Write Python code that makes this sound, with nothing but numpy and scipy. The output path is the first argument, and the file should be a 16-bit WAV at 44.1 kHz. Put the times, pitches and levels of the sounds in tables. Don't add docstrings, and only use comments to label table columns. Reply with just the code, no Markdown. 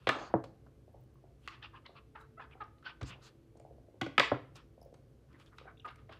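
import sys
import numpy as np
from scipy import signal
from scipy.io import wavfile
from scipy.ndimage import uniform_filter1d

SR = 44100
rng = np.random.default_rng(int(sys.argv[2]) if len(sys.argv) > 2 else 0)


def int16_out(signal):
    q = np.round(np.clip(np.atleast_2d(signal).T, -1, 1) * 32767)
    wavfile.write(sys.argv[1], SR, q.astype(np.int16))


def undo_db(level):
    steps = np.asarray(level, float) / 20
    return 10 ** steps


N = 273111

# (frequency [Hz], level [dB], T60 [s])
EDGE_MODES = [(4570, 4, .003), (5330, -1.5, .003), (6500, -4, .003), (7770, -11, .003), (9500, -28, .002),
              (13000, -36, .002)]


def rms_one(x):
    return x / np.sqrt(np.mean(x ** 2) + 1e-30)


def at_hz(points, hz):
    table = np.array(points)
    return np.interp(np.log(hz), np.log(table[:, 0]), table[:, 1])


def band(x, low_hz, high_hz):
    return signal.sosfilt(signal.butter(2, [low_hz, high_hz], "band", fs=SR, output="sos"), x)


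def dull(x, cut_hz):
    return signal.sosfilt(signal.butter(6, cut_hz, fs=SR, output="sos"), x)


def ring(x, hz, t60_s):
    r = undo_db(-60 / (t60_s * SR))
    w = 2 * np.pi * min(hz, 15500) / SR
    return signal.lfilter([0, np.sin(w)], [1, -2 * r * np.cos(w), r * r], x)


def resonance(x, hz, width_hz):
    r = np.exp(-np.pi * width_hz / SR)
    poles = [1, -2 * r * np.cos(2 * np.pi * hz / SR), r * r]
    return signal.lfilter([(1 - r * r) / 2, 0, (r * r - 1) / 2], poles, x)


def drift(rate_hz):
    knots = rng.standard_normal(2000)
    return rms_one(np.interp(np.arange(N) * rate_hz / SR, np.arange(2000), knots))


def add(out, s, sound):
    i = round(s * SR)
    out[i:i + len(sound)] += sound[:N - i]


def progress(length_s):
    count = round(length_s * SR)
    return np.arange(count) / count


def bands():
    edges_hz = 25 * 2 ** np.arange(0, 9.6, .5)
    return list(zip(edges_hz, edges_hz[1:]))


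def swell(moves, swing_db=26):
    roundness = 1.59
    t, gain = np.arange(N) / SR, np.zeros(N)
    for s, rise_s, fall_s, db in moves:
        near = slice(max(round((s - 2 * rise_s) * SR), 0), round((s + 2 * fall_s) * SR))
        away = np.where(t[near] < s, (s - t[near]) / rise_s, (t[near] - s) / fall_s)
        gain[near] += undo_db(db - swing_db * away ** roundness)
    return gain


def strike(modes, peak_db, contact_ms, scatter_db=8.5, detune=0.029, rattle=0, blow=0.8):
    rattle_db, rattle_s = -17.5, 0.032
    longest_s = max(t60_s for _, _, t60_s in modes)
    t = np.arange(round((.1 + 1.3 * longest_s) * SR)) / SR
    force = np.exp(-t[:4000] * 1000 / max(contact_ms, .1))
    force = force + rattle * undo_db(rattle_db) * np.exp(-t[:4000] / rattle_s)
    contact = rng.standard_normal((len(modes), 4000)) * force
    contact[:, 0] += blow
    contact = np.pad(contact, [(0, 0), (0, len(t) - 4000)]) + 1e-18
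    luck = rng.standard_normal((len(modes), 2))
    sound = np.zeros(len(t))
    for (hz, db, t60_s), (level_luck, pitch_luck), push in zip(modes, luck, contact):
        mode = rms_one(ring(push, hz * (1 + detune * pitch_luck), t60_s))
        sound += undo_db(db + scatter_db * level_luck) * mode
    low_hz, high_hz = .7 * modes[0][0], min(1.4 * modes[-1][0], 16000)
    sound = band(band(sound, low_hz, high_hz), low_hz, high_hz)
    sound = band(sound, .5 * low_hz, high_hz)
    return undo_db(peak_db) * sound / np.abs(sound).max()


def room_tone():
    # (frequency [Hz], density [dB/Hz])
    air_spectrum = [(25, -25.5), (57, 2.5), (84, -11), (168, -19.5), (238, -11), (476, -17), (700, -29.5),
                    (8000, -47), (15600, -49)]
    # (frequency [Hz], width [Hz], level [dB])
    hum_tones = [(59.9, 5.8, -70.5), (105, 6.4, -68.5), (127.4, 29, -65), (249.5, 11, -83), (333, 2, -76),
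                 (438.4, 2.3, -76.5), (539.6, 2.1, -86)]
    hiss_edge_hz, air_db = 14000, -63.5
    white = rng.standard_normal((2, N))
    air = np.zeros(N)
    for k, (low_hz, high_hz) in enumerate(bands()):
        level_db = at_hz(air_spectrum, np.sqrt(low_hz * high_hz)) + 0.18 * drift(9.9)
        air += band(white[k % 2], low_hz, high_hz) * undo_db(level_db)
    air = dull(dull(air, hiss_edge_hz), hiss_edge_hz)
    hum = np.zeros(N)
    for hz, width_hz, db in hum_tones:
        tone = resonance(resonance(white[0][::-1], hz, width_hz), hz, width_hz)
        hum += undo_db(db) * rms_one(tone)
    return undo_db(air_db) * rms_one(air) + hum


def rubbing():
    # (frequency [Hz], width [Hz], level [dB])
    pad_modes = [(1060, 830, -3.5), (1350, 670, 1), (1725, 780, -7), (2550, 690, 6.5), (3500, 670, 5.5),
                 (4500, 2400, -2.5)]
    # (fastest time [s], rise [s], fall [s], level [dB], brightness [dB])
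    stroke_moves = [(1.468, 0.066, 0.0045, -63, 4.5), (1.484, 0.0029, 0.007, -55.5, 20),
                    (1.53, 0.048, 0.074, -51.5, -1), (1.645, 0.035, 0.049, -50.5, 3),
                    (1.76, 0.055, 0.055, -54, -8), (1.861, 0.021, 0.037, -55, -4),
                    (1.972, 0.044, 0.055, -57, -6), (2.175, 0.015, 0.11, -51, -19),
                    (2.412, 0.0044, 0.086, -48.5, -11.5), (2.52, 0.051, 0.2, -65.5, -13),
                    (2.636, .006, 0.079, -54, -14), (2.866, 0.032, 0.084, -45, -0.5),
                    (3.015, 0.007, 0.038, -43.5, -7), (3.11, 0.089, 0.072, -50, 1),
                    (3.27, 0.086, 0.063, -57.5, -1.5), (5.334, 0.083, 0.15, -64.5, -9.5),
                    (5.415, 0.043, .04, -64.5, 4), (5.475, 0.062, 0.043, -69, -2),
                    (5.535, 0.025, 0.032, -53, -38), (5.59, 0.033, 0.1, -65.5, 6.5),
                    (5.698, 0.057, 0.04, -49, -36), (5.88, 0.013, 0.074, -47, -4.5),
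                    (5.99, 0.025, .06, -63, -6), (6.13, 0.053, 0.11, -53.5, -3)]
    # (fastest time [s], rise [s], fall [s], level [dB], brightness [dB])
    slide_moves = [
        (0.065, 0.23, 0.018, -65, 0),
        (0.142, 0.014, 0.25, -45.5, -6),
        (0.34, 0.0043, 0.06, -50, -46),
        (0.44, .004, 0.03, -59, 4.5),
        (4.185, 0.002, 0.019, -28.5, -13),
        (4.22, .015, 0.16, -44.5, 7),
        (4.319, 0.0017, 0.09, -40, -40),
        (4.56, 0.014, 0.093, -54, -0.5),
    ]
    # (fastest time [s], rise [s], fall [s], level [dB])
    brush_moves = [(.062, 0.099, .006, -77), (.2, .1, 0.2, -94), (.442, 0.00388, 0.034, -74.5),
                   (1.468, 0.095, 0.011, -72), (2.208, 0.025, .045, -72), (3.087, 0.037, 0.046, -64),
                   (3.25, 0.052, 0.083, -67), (4.181, .002, 0.01, -52.5), (4.198, .002, 0.0099, -48),
                   (4.21, .01, 0.07, -68), (4.564, 0.023, 0.028, -62.5), (5.396, 0.018, 0.17, -73.5),
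                   (5.58, 0.06, .03, -74), (5.862, 0.015, 0.025, -67.5), (5.959, .003, 0.006, -63),
                   (6.127, .02, .015, -94)]
    stroke_air_db, pad_cut_hz, air_cut_hz = -50, 5000, 6800

    unevenness_db = 1.5 * drift(90)
    grain_db = 2.5 * np.minimum(rng.exponential(1, N), 4) + unevenness_db
    grains = rng.standard_normal((3, N)) * undo_db(grain_db)

    def pad(x, modes):
        return sum((-1) ** k * undo_db(db) * resonance(x, hz, w) for k, (hz, w, db) in enumerate(modes))

    low = band(band(pad(grains[0], pad_modes[:3]), 370, 2100), 300, 2500)
    high = band(band(pad(grains[1], pad_modes[3:]), 2200, 5500), 1700, 6500)
    high = dull(high, pad_cut_hz)
    rolled = signal.lfilter(*signal.butter(1, 8000, fs=SR), grains[2])
    air = rms_one(band(rolled, 3900, 13000))

    moves = stroke_moves + slide_moves
    body = swell([row[:4] for row in moves])
    bright_moves = [(s, rise_s, fall_s, db + bright_db) for s, rise_s, fall_s, db, bright_db in moves]
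    bright = swell(bright_moves, swing_db=33.5)
    airy = swell(brush_moves) * air + undo_db(stroke_air_db) * bright * dull(air, air_cut_hz)
    return undo_db(-6.5) * (body * rms_one(low) + bright * rms_one(high) + airy)


def knocks():
    # (frequency [Hz], level [dB], T60 [s])
    block_modes = [(1170, -1, .012), (1480, -7, 0.0049), (1700, -7, 0.0089), (2091, 1.5, 0.0037),
                   (2400, -1, .005), (2950, -2, 0.002), (3130, -5.5, 0.0032), (3930, -7, 0.0031)]
    # (frequency [Hz], level [dB], T60 [s])
    desk_modes = [(125.7, 0, .15), (190, -9.5, 0.087), (269, -2.5, 0.19), (319, -1, 0.14)]
    # (frequency [Hz], level [dB], T60 [s])
    top_modes = [(384, -8, 0.055), (425, -5.5, 0.1), (500, -6.5, 0.062), (550.8, 3, 0.03), (690, -3, 0.075),
                 (750, -4.5, 0.023), (800, -6, .02), (1000, -3.5, .02), (1160, -11, 0.054),
                 (1536, -13.5, 0.022), (1900, -20, 0.015)]
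    # (frequency [Hz], level [dB], T60 [s])
    bump_modes = [(60.8, 3, 0.081), (108.4, -2, 0.25), (128.6, -2, 0.56), (183, -44, 0.22),
                  (230, -20, 0.31)]
    # (time [s], block [dB], frame [dB], top [dB], edge [dB])
    landing_events = [(0.0707, -22.5, -36.5, -30.5, -43.5), (0.077, -34, -32.5, -49.5, -51),
                      (0.3386, -76, -24, -28.5, -77), (0.4395, -57, -52.5, -47.5, -51),
                      (0.6632, -74, -62, -65, -77), (3.029, -57, -43, -57, -47.5),
                      (3.57, -81, -72, -70, -67), (3.5972, -64.5, -64, -70, -66),
                      (4.0642, -39.5, -34, -46, -49), (4.3159, -54, -27.5, -30.5, -84.5),
                      (4.556, -72, -59, -64, -52), (4.9407, -60.5, -75, -65, -64),
                      (5.3282, -65, -53.5, -78.5, -71)]
    # (time [s], block [dB], frame [dB], top [dB], edge [dB])
    roll_events = [
        (0.09, -18.5, -36, -33.5, -31),
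        (4.1796, -11, -31, -31.5, -32.5),
        (3.012, -45, -48.5, -51, -57),
        (4.0134, -29.5, -30, -47.5, -38),
        (4.1966, -13, -40.5, -31.5, -25),
        (6.0939, -52.5, -68, -62.5, -79.5),
    ]
    # (time [s], block [dB], edge [dB])
    dab_events = [(1.476, -32.5, -40), (1.627, -44, -63), (1.8624, -44.5, -87), (2.511, -57, -84),
                  (2.7835, -65, -78), (2.826, -62, -73), (5.3983, -55, -59.5), (5.461, -65, -59),
                  (5.5835, -40, -52.5), (5.7, -68.5, -88), (5.886, -48, -62), (5.9575, -59, -67),
                  (6.1245, -45, -62)]
    landing_ms, roll_ms, dab_ms = 6.7, 4, 2.1
    shield_frame_db, shield_top_db, desk_cut_hz, edge_t60_s = -25, -32, 1900, .0022

    block, desk = np.zeros((2, N))
    edge_modes = [(hz, db, min(t60_s, edge_t60_s)) for hz, db, t60_s in EDGE_MODES]
    touches = [(s, db, db + shield_frame_db, db + shield_top_db, edge_db, dab_ms)
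               for s, db, edge_db in dab_events]
    touches += [(*row, landing_ms) for row in landing_events]
    touches += [(*row, roll_ms) for row in roll_events]
    for s, block_db, frame_db, top_db, edge_db, contact_ms in sorted(touches):
        add(block, s, strike(block_modes, block_db + 1.5, contact_ms, scatter_db=6.04, rattle=0.49))
        add(block, s, strike(edge_modes, edge_db - 0.5, 0.58 * contact_ms, scatter_db=-0.6, rattle=0.94))
        top = strike(top_modes, top_db + 11.5, .15 * contact_ms, scatter_db=4.0, detune=0.034,
                     rattle=1.0, blow=9)
        add(desk, s + 0.00063, dull(top, desk_cut_hz))
        frame = strike(desk_modes, frame_db, 0.5 * contact_ms, scatter_db=3.0, detune=0.036, blow=0.98)
        add(desk, s + 0.00077, frame)
    add(desk, 3.02, -strike(bump_modes, -32.5, 1.5, scatter_db=0, detune=0))
    return block, desk


def rings():
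    # (time [s], frequency [Hz], level [dB], T60 [s])
    ring_events = [(.0712, 624, -24.5, 0.014), (.0715, 1950, -30, 0.02), (.0788, 720, -25, 0.019),
                   (0.0897, 1738, -21.5, 0.044), (.093, 639, -27, 0.061), (.097, 423.6, -25, 0.036),
                   (.112, 262, -35.5, 0.12), (0.123, 1333, -34, 0.11), (0.3396, 576, -11.5, 0.021),
                   (.345, 441.4, -32.5, 0.17), (.35, 269, -32, 0.13), (0.362, 1092, -37.5, 0.043),
                   (.3398, 830, -18.5, .012), (4.3163, 846, -23, 0.013), (4.1973, 2400, -23, .02),
                   (4.183, 3020, -28, .02), (.4425, 543, -42, 0.036), (4.0118, 1472, -27.5, 0.035),
                   (4.0155, 766, -27.5, 0.036), (4.018, 1955, -34, 0.037), (4.025, 321.4, -34.5, 0.24),
                   (4.0635, 1495, -34.5, 0.029), (4.1809, 1250, -13.5, 0.033), (4.1807, 2251, -18.5, .015),
                   (4.187, 1040, -26, .04), (4.1962, 3330, -12.5, 0.013), (4.199, 1243, -17, 0.031),
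                   (4.2, 567, -21, .05), (4.2, 1982, -18.5, 0.041), (4.23, 1040, -25.5, 0.022),
                   (4.236, 1966, -29, .06), (4.3165, 612, -19, 0.033), (4.316, 1314, -32.5, 0.042),
                   (4.322, 137, -29.5, 0.07), (4.365, 395, -37, 0.043), (5.5844, 2580, -44, .012),
                   (0.091, 2400, -21.5, 0.019), (0.101, 1000, -28, .03), (0.34, 1496, -40, 0.028),
                   (.352, 775, -35.5, 0.064), (0.346, 199, -33.5, 0.1), (3.1, 185, -50, 0.14),
                   (5.884, 2800, -50, .04)]
    rise_ms = 1.2
    out, t = np.zeros(N), np.arange(SR // 3) / SR
    for s, hz, db, t60_s in ring_events:
        envelope = undo_db(db - 60 * t / t60_s) * (1 - np.exp(-t * 1000 / rise_ms))
        add(out, s, -envelope * np.sin(2 * np.pi * hz * t))
    return out


def room():
    # (frequency [Hz], T60 [s])
    decay_times = [(100, 0.89), (300, 0.33), (800, 0.43), (2000, 0.4), (5000, 0.33), (12000, 0.32)]
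    # (frequency [Hz], level [dB])
    tail_colour = [(100, -3.5), (400, 4), (1500, -1.5), (4000, -1), (7500, -4), (12000, -14)]
    echo_s, echo_db, room_db = .017, -15, -12
    t = np.arange(round(.8 * SR)) / SR
    white = rng.standard_normal((2, len(t)))
    tail = np.zeros(len(t))
    for k, (low_hz, high_hz) in enumerate(bands()):
        hz = np.sqrt(low_hz * high_hz)
        level_db = at_hz(tail_colour, hz) - 60 * t / at_hz(decay_times, hz)
        tail += band(white[k % 2], low_hz, high_hz) * undo_db(level_db)
    tail = tail * np.clip((t - .003) / 0.012, 0, 1)
    tail = undo_db(room_db) * tail / np.sqrt(np.sum(tail ** 2))
    echo = band(signal.unit_impulse(400), 150, 2100)
    add(tail, echo_s, undo_db(echo_db) * echo)
    return tail


def scuffs():
    # (time [s], length [s], frequency [Hz], width [Hz], level [dB])
    scuff_events = [(1.624, .018, 3300, 650, -53.5), (1.622, 0.013, 1800, 450, -54),
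                    (1.638, 0.031, 2660, 870, -56), (1.634, 0.032, 1200, 400, -55.5),
                    (1.725, .062, 1090, 300, -58.5), (1.735, .03, 1610, 300, -61),
                    (1.752, 0.033, 2800, 900, -62), (1.853, 0.023, 2050, 400, -58.5),
                    (1.855, .018, 3170, 400, -59.5), (1.95, 0.047, 1160, 380, -60),
                    (1.953, 0.045, 2650, 900, -61.5), (1.958, 0.033, 4250, 700, -69.5),
                    (2.855, 0.031, 3000, 300, -55), (2.855, 0.024, 4450, 300, -59),
                    (2.826, 0.011, 1450, 500, -60), (2.885, 0.036, 2500, 1200, -57.5),
                    (3.055, 0.057, 7050, 2200, -62), (3.04, .07, 4700, 1500, -62),
                    (3.1, .055, 2570, 1200, -56.5), (3.21, 0.094, 4160, 2000, -65),
                    (3.22, 0.075, 6600, 2200, -69), (3.013, .009, 5500, 3500, -61),
                    (3.027, .01, 3600, 700, -56), (.091, .014, 1800, 1300, -30),
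                    (4.2, .008, 1200, 1000, -25), (4.21, .06, 2600, 1200, -42), (4.2, .06, 4200, 1500, -50),
                    (4.2, .09, 7000, 1500, -64), (.17, .14, 4500, 700, -66), (.14, .16, 6500, 1000, -68),
                    (.339, .02, 800, 500, -36), (4.316, .014, 1000, 600, -37),
                    (2.51, .035, 2600, 1000, -64), (4.553, .02, 5000, 4000, -63)]
    out = np.zeros(N)
    for s, length_s, hz, width_hz, db in scuff_events:
        u = progress(length_s)
        grains = rng.standard_normal(12000) * undo_db(3.0 * np.minimum(rng.exponential(1, 12000), 4))
        grains = grains[:500 + len(u)]
        hollow = resonance(resonance(grains, hz, width_hz), hz, width_hz)
        hollow = dull(hollow, min(hz + .8 * width_hz, 15500))[500:]
        add(out, s, undo_db(db) * rms_one(hollow) * np.sin(np.pi * u) ** .8)
    return out


def shivers():
    # (time [s], peak [dB], contact [ms])
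    shiver_events = [
        (0.101, -59, 50),
        (.159, -57, 12),
        (0.186, -53.5, 60),
        (0.266, -61, 33),
        (4.204, -44.5, 38),
        (4.271, -74, 32),
    ]
    out = np.zeros(N)
    for s, peak_db, contact_ms in shiver_events:
        add(out, s, strike(EDGE_MODES[:4], peak_db, contact_ms, blow=1.5))
    return out


def shudders():
    # (strongest time [s], rise [s], fall [s], level [dB])
    shudder_moves = [
        (.16, 0.091, 0.23, -44.5),
        (.345, .004, 0.1, -47),
        (3.13, 0.11, 0.18, -63.5),
        (4.03, 0.017, .06, -45),
        (4.322, 0.0044, 0.067, -35),
        (5.86, 0.014, 0.1, -56),
        (6.1, .01, 0.069, -58.5),
    ]
    low_hz, high_hz = 230, 945
    lumps = rng.standard_normal(N) * undo_db(3.3 * drift(70))
    buzz = band(band(lumps, low_hz, high_hz), low_hz, 1.5 * high_hz)
    return swell(shudder_moves) * rms_one(buzz)


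def tinkles():
    # (time [s], peak [dB], pitch [Hz])
    tick_events = [(.668, -58, 1060), (1.155, -62, 1110), (2.211, -62.5, 4080), (2.212, -71, 11900),
                   (2.639, -63.5, 4500), (3.573, -62.5, 6760), (3.598, -60, 6970), (4.942, -61, 6600),
                   (5.335, -67, 268), (5.561, -74.5, 13000), (5.772, -61, 2850), (5.798, -58.5, 2760),
                   (5.815, -68, 2820), (5.91, -67.5, 10000)]
    # (ratio [1], level [dB], T60 [s])
    tick_modes = [(1, 0, .012), (1.25, -4, .012)]
    # (time [s], peak [dB], top pitch [Hz])
    fleck_events = [
        (0.927, -71.5, 13330),
        (1.008, -70, 15240),
        (1.037, -70, 15330),
        (1.142, -72, 15600),
    ]
    # (ratio [1], level [dB], T60 [s])
    fleck_modes = [(.5, -18, 0.012), (.64, -2, 0.011), (.78, -11, 0.011), (.92, -7.5, .012),
                   (1.001, 3, 0.028)]
    # (time [s], peak [dB], lowest pitch [Hz])
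    tinkle_events = [
        (4.815, -59.5, 5260),
        (4.828, -59, 4764),
        (4.849, -64.5, 5080),
    ]
    # (ratio [1], level [dB], T60 [s])
    tinkle_modes = [(1.001, -3, .025), (1.25, -5, .018), (2.05, 2, .03), (2.4, 0.5, .025), (3.02, 4, .05)]
    out = np.zeros(N)
    groups = [(tick_events, tick_modes), (fleck_events, fleck_modes), (tinkle_events, tinkle_modes)]
    for touches, ratios in groups:
        for s, peak_db, pitch_hz in touches:
            modes = [(pitch_hz * ratio, db, t60_s) for ratio, db, t60_s in ratios]
            add(out, s, strike(modes, peak_db, .6, detune=0.02))
    return out


def chair():
    # (time [s], peak [dB])
    creak_events = [(0.878, -53.5), (0.942, -54), (1.239, -54), (1.892, -53), (2.552, -55), (3.554, -54.5),
                    (3.6, -51.5), (3.649, -48.5), (3.708, -53), (3.781, -55.5), (3.884, -55), (3.942, -54),
                    (4.777, -54), (4.816, -53), (4.858, -52), (4.925, -52), (4.987, -77), (5.611, -53),
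                    (5.654, -51)]
    # (frequency [Hz], level [dB], T60 [s])
    joint_modes = [(400, -3, .016), (520, 0, .016), (630, 0, .016), (750, -4, .014)]
    echo_s, echo_db = 0.013, -4.5
    out = np.zeros(N)
    for s, peak_db in creak_events:
        pop = strike(joint_modes, peak_db + 4.5, 2.5)
        add(out, s, pop)
        add(out, s + echo_s, undo_db(echo_db) * pop)
    return out


def gliding_slips(rows, rough, blur_size, count=5):
    favoured_hz, below_db, above_db = 1400, 8, -26
    out, order = np.zeros(N), np.arange(1, count + 1)[:, None]
    for s, length_s, first_hz, last_hz, db in rows:
        u = progress(length_s)
        slip_hz = first_hz + (last_hz - first_hz) * u
        octaves = np.log2(order * slip_hz / favoured_hz)
        lift_db = np.where(octaves < 0, below_db, above_db) * octaves
        noise = rng.standard_normal((count, 4500))
        blur = rms_one(signal.lfilter(np.hanning(2 * blur_size), 1, noise)[:, 300:])[:, :len(u)]
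        flutter = np.sqrt(1 - rough ** 2) + rough * blur
        tone = undo_db(lift_db) * np.sin(order * 2 * np.pi * np.cumsum(slip_hz) / SR) * flutter
        add(out, s, undo_db(db) * rms_one(tone.sum(axis=0)) * np.sin(np.pi * u) ** 1.66)
    return out


def slips():
    # (time [s], length [s], first rate [Hz], last rate [Hz], level [dB])
    groan_events = [(1.628, 0.035, 1050, 1280, -60), (1.722, 0.046, 1080, 1035, -67),
                    (1.852, 0.02, 1000, 980, -59), (1.89, 0.031, 620, 560, -70),
                    (1.943, 0.073, 1280, 1150, -65), (2.51, 0.038, 2400, 2300, -66),
                    (2.555, 0.043, 684, 600, -70), (3.2, 0.073, 641, 561, -68),
                    (5.61, 0.018, 600, 580, -63.5), (5.88, 0.078, 1400, 1405, -60.5),
                    (5.769, 0.018, 3570, 3530, -69), (5.794, 0.01, 3600, 3560, -59.5),
                    (5.795, 0.017, 2906, 2880, -64), (5.815, .015, 2850, 2850, -73),
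                    (2.15, 0.02, 2854, 2620, -65), (5.33, 0.048, 1900, 2010, -68.5),
                    (5.455, 0.038, 3420, 3310, -71), (6.09, 0.011, 1948, 1900, -57),
                    (2.2, 0.069, 1290, 1350, -61.5)]
    # (time [s], length [s], first rate [Hz], last rate [Hz], level [dB])
    whine_events = [
        (2.369, 0.036, 649, 690, -52),
        (2.393, 0.013, 1710, 1580, -55),
        (2.41, 0.023, 1674, 1700, -53.5),
        (2.412, .02, 2580, 2450, -58.5),
        (2.412, 0.021, 3380, 3400, -61),
        (2.855, 0.029, 1450, 1590, -48.5),
        (5.668, 0.027, 792, 735, -54),
        (2.15, .02, 963, 855, -55.5),
        (2.604, .04, 850, 768.7, -55),
    ]
    # (time [s], length [s], first rate [Hz], last rate [Hz], level [dB])
    chirp_events = [
        (5.851, 0.0341, 621, 1285, -50),
        (2.6, .04, 1320, 1170, -44.5),
        (2.147, 0.025, 1430, 1204, -49.5),
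        (2.37, 0.039, 1310, 1347, -52.5),
        (2.856, 0.035, 1500, 1545, -46.5),
    ]
    groans = gliding_slips(groan_events, .93, 90)
    whines = gliding_slips(whine_events, .4, 150)
    chirps = gliding_slips(chirp_events, .3, 150, count=1)
    return groans + whines + chirps


def squeaks():
    # (time [s], length [s], slip rate [Hz], level [dB], strongest tone [Hz])
    squeak_events = [
        (2.151, 0.02, 467.4, -48.5, 1350),
        (2.43, 0.0095, 980, -60, 980),
        (2.394, 0.023, 274, -45.5, 1320),
        (2.602, 0.035, 440, -45, 1230),
        (2.857, 0.029, 1562, -47.5, 1530),
        (5.531, 0.0077, 313.6, -75, 1330),
        (5.665, 0.022, 825, -72, 1120),
        (5.845, 0.028, 1303, -43.5, 1260),
        (6.091, 0.014, 684, -55, 920),
    ]
    slip_sag = 0.1197
    out, order = np.zeros(N), np.arange(1, 11)[:, None]
    for s, length_s, start_hz, db, tone_hz in squeak_events:
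        u = progress(length_s)
        wobble = np.interp(u, np.linspace(0, 1, 8), rng.standard_normal(8))
        slip_hz = start_hz * (1 - slip_sag * u) * (1 + .015 * wobble)
        octaves = np.log2(order * slip_hz / tone_hz)
        above_db = np.maximum(-26 * octaves, -12.5 - 7 * octaves)
        lift_db = np.where(octaves < 0, 9.8 * octaves, above_db)
        phase = order * 2 * np.pi * np.cumsum(slip_hz) / SR + 6 * rng.random((10, 1))
        noise = rng.standard_normal((10, 2500))
        blur = uniform_filter1d(noise, 40, axis=1)[:, :len(u)] * np.sqrt(40)
        rough = np.clip(1.2 * octaves, .42, .95)
        flutter = np.sqrt(1 - rough ** 2) + rough * blur
        tone = np.sum(undo_db(lift_db) * np.sin(phase) * flutter, axis=0)
        tone = tone * np.sin(np.pi * u ** .8) ** 1.1
        tone = band(band(tone, 250, 3500), 250, 3700)
        add(out, s, undo_db(db + 8.0) * tone / np.max(np.abs(tone)))
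    return out


def scene():
    still = room_tone() + shudders() + shivers()
    rub = rubbing()
    block, desk = knocks()
    ringing = rings()
    tail = room()
    near = block + tinkles()
    creaks = chair()
    slipping = scuffs() + slips()
    squeak = squeaks()
    sent = near + undo_db(-9) * desk + undo_db(-3) * band(ringing, 900, 9000) + undo_db(-7.5) * rub
    sent = sent + undo_db(-5.0) * squeak + undo_db(1.5) * creaks + undo_db(-8) * slipping
    direct = near + desk + ringing + rub + squeak + creaks + slipping
    return (direct + signal.fftconvolve(sent, tail)[:N] + still)[None]


def roll_off(x):
    return signal.sosfilt(signal.butter(12, 15720, fs=SR, output="sos"), x)


def record(dry):
    headroom = .55
    thin = signal.sosfilt(signal.butter(3, 45, "high", fs=SR, output="sos"), dry)
    return roll_off(headroom * np.tanh(thin / headroom))


dry = scene()
out = record(dry)
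int16_out(out)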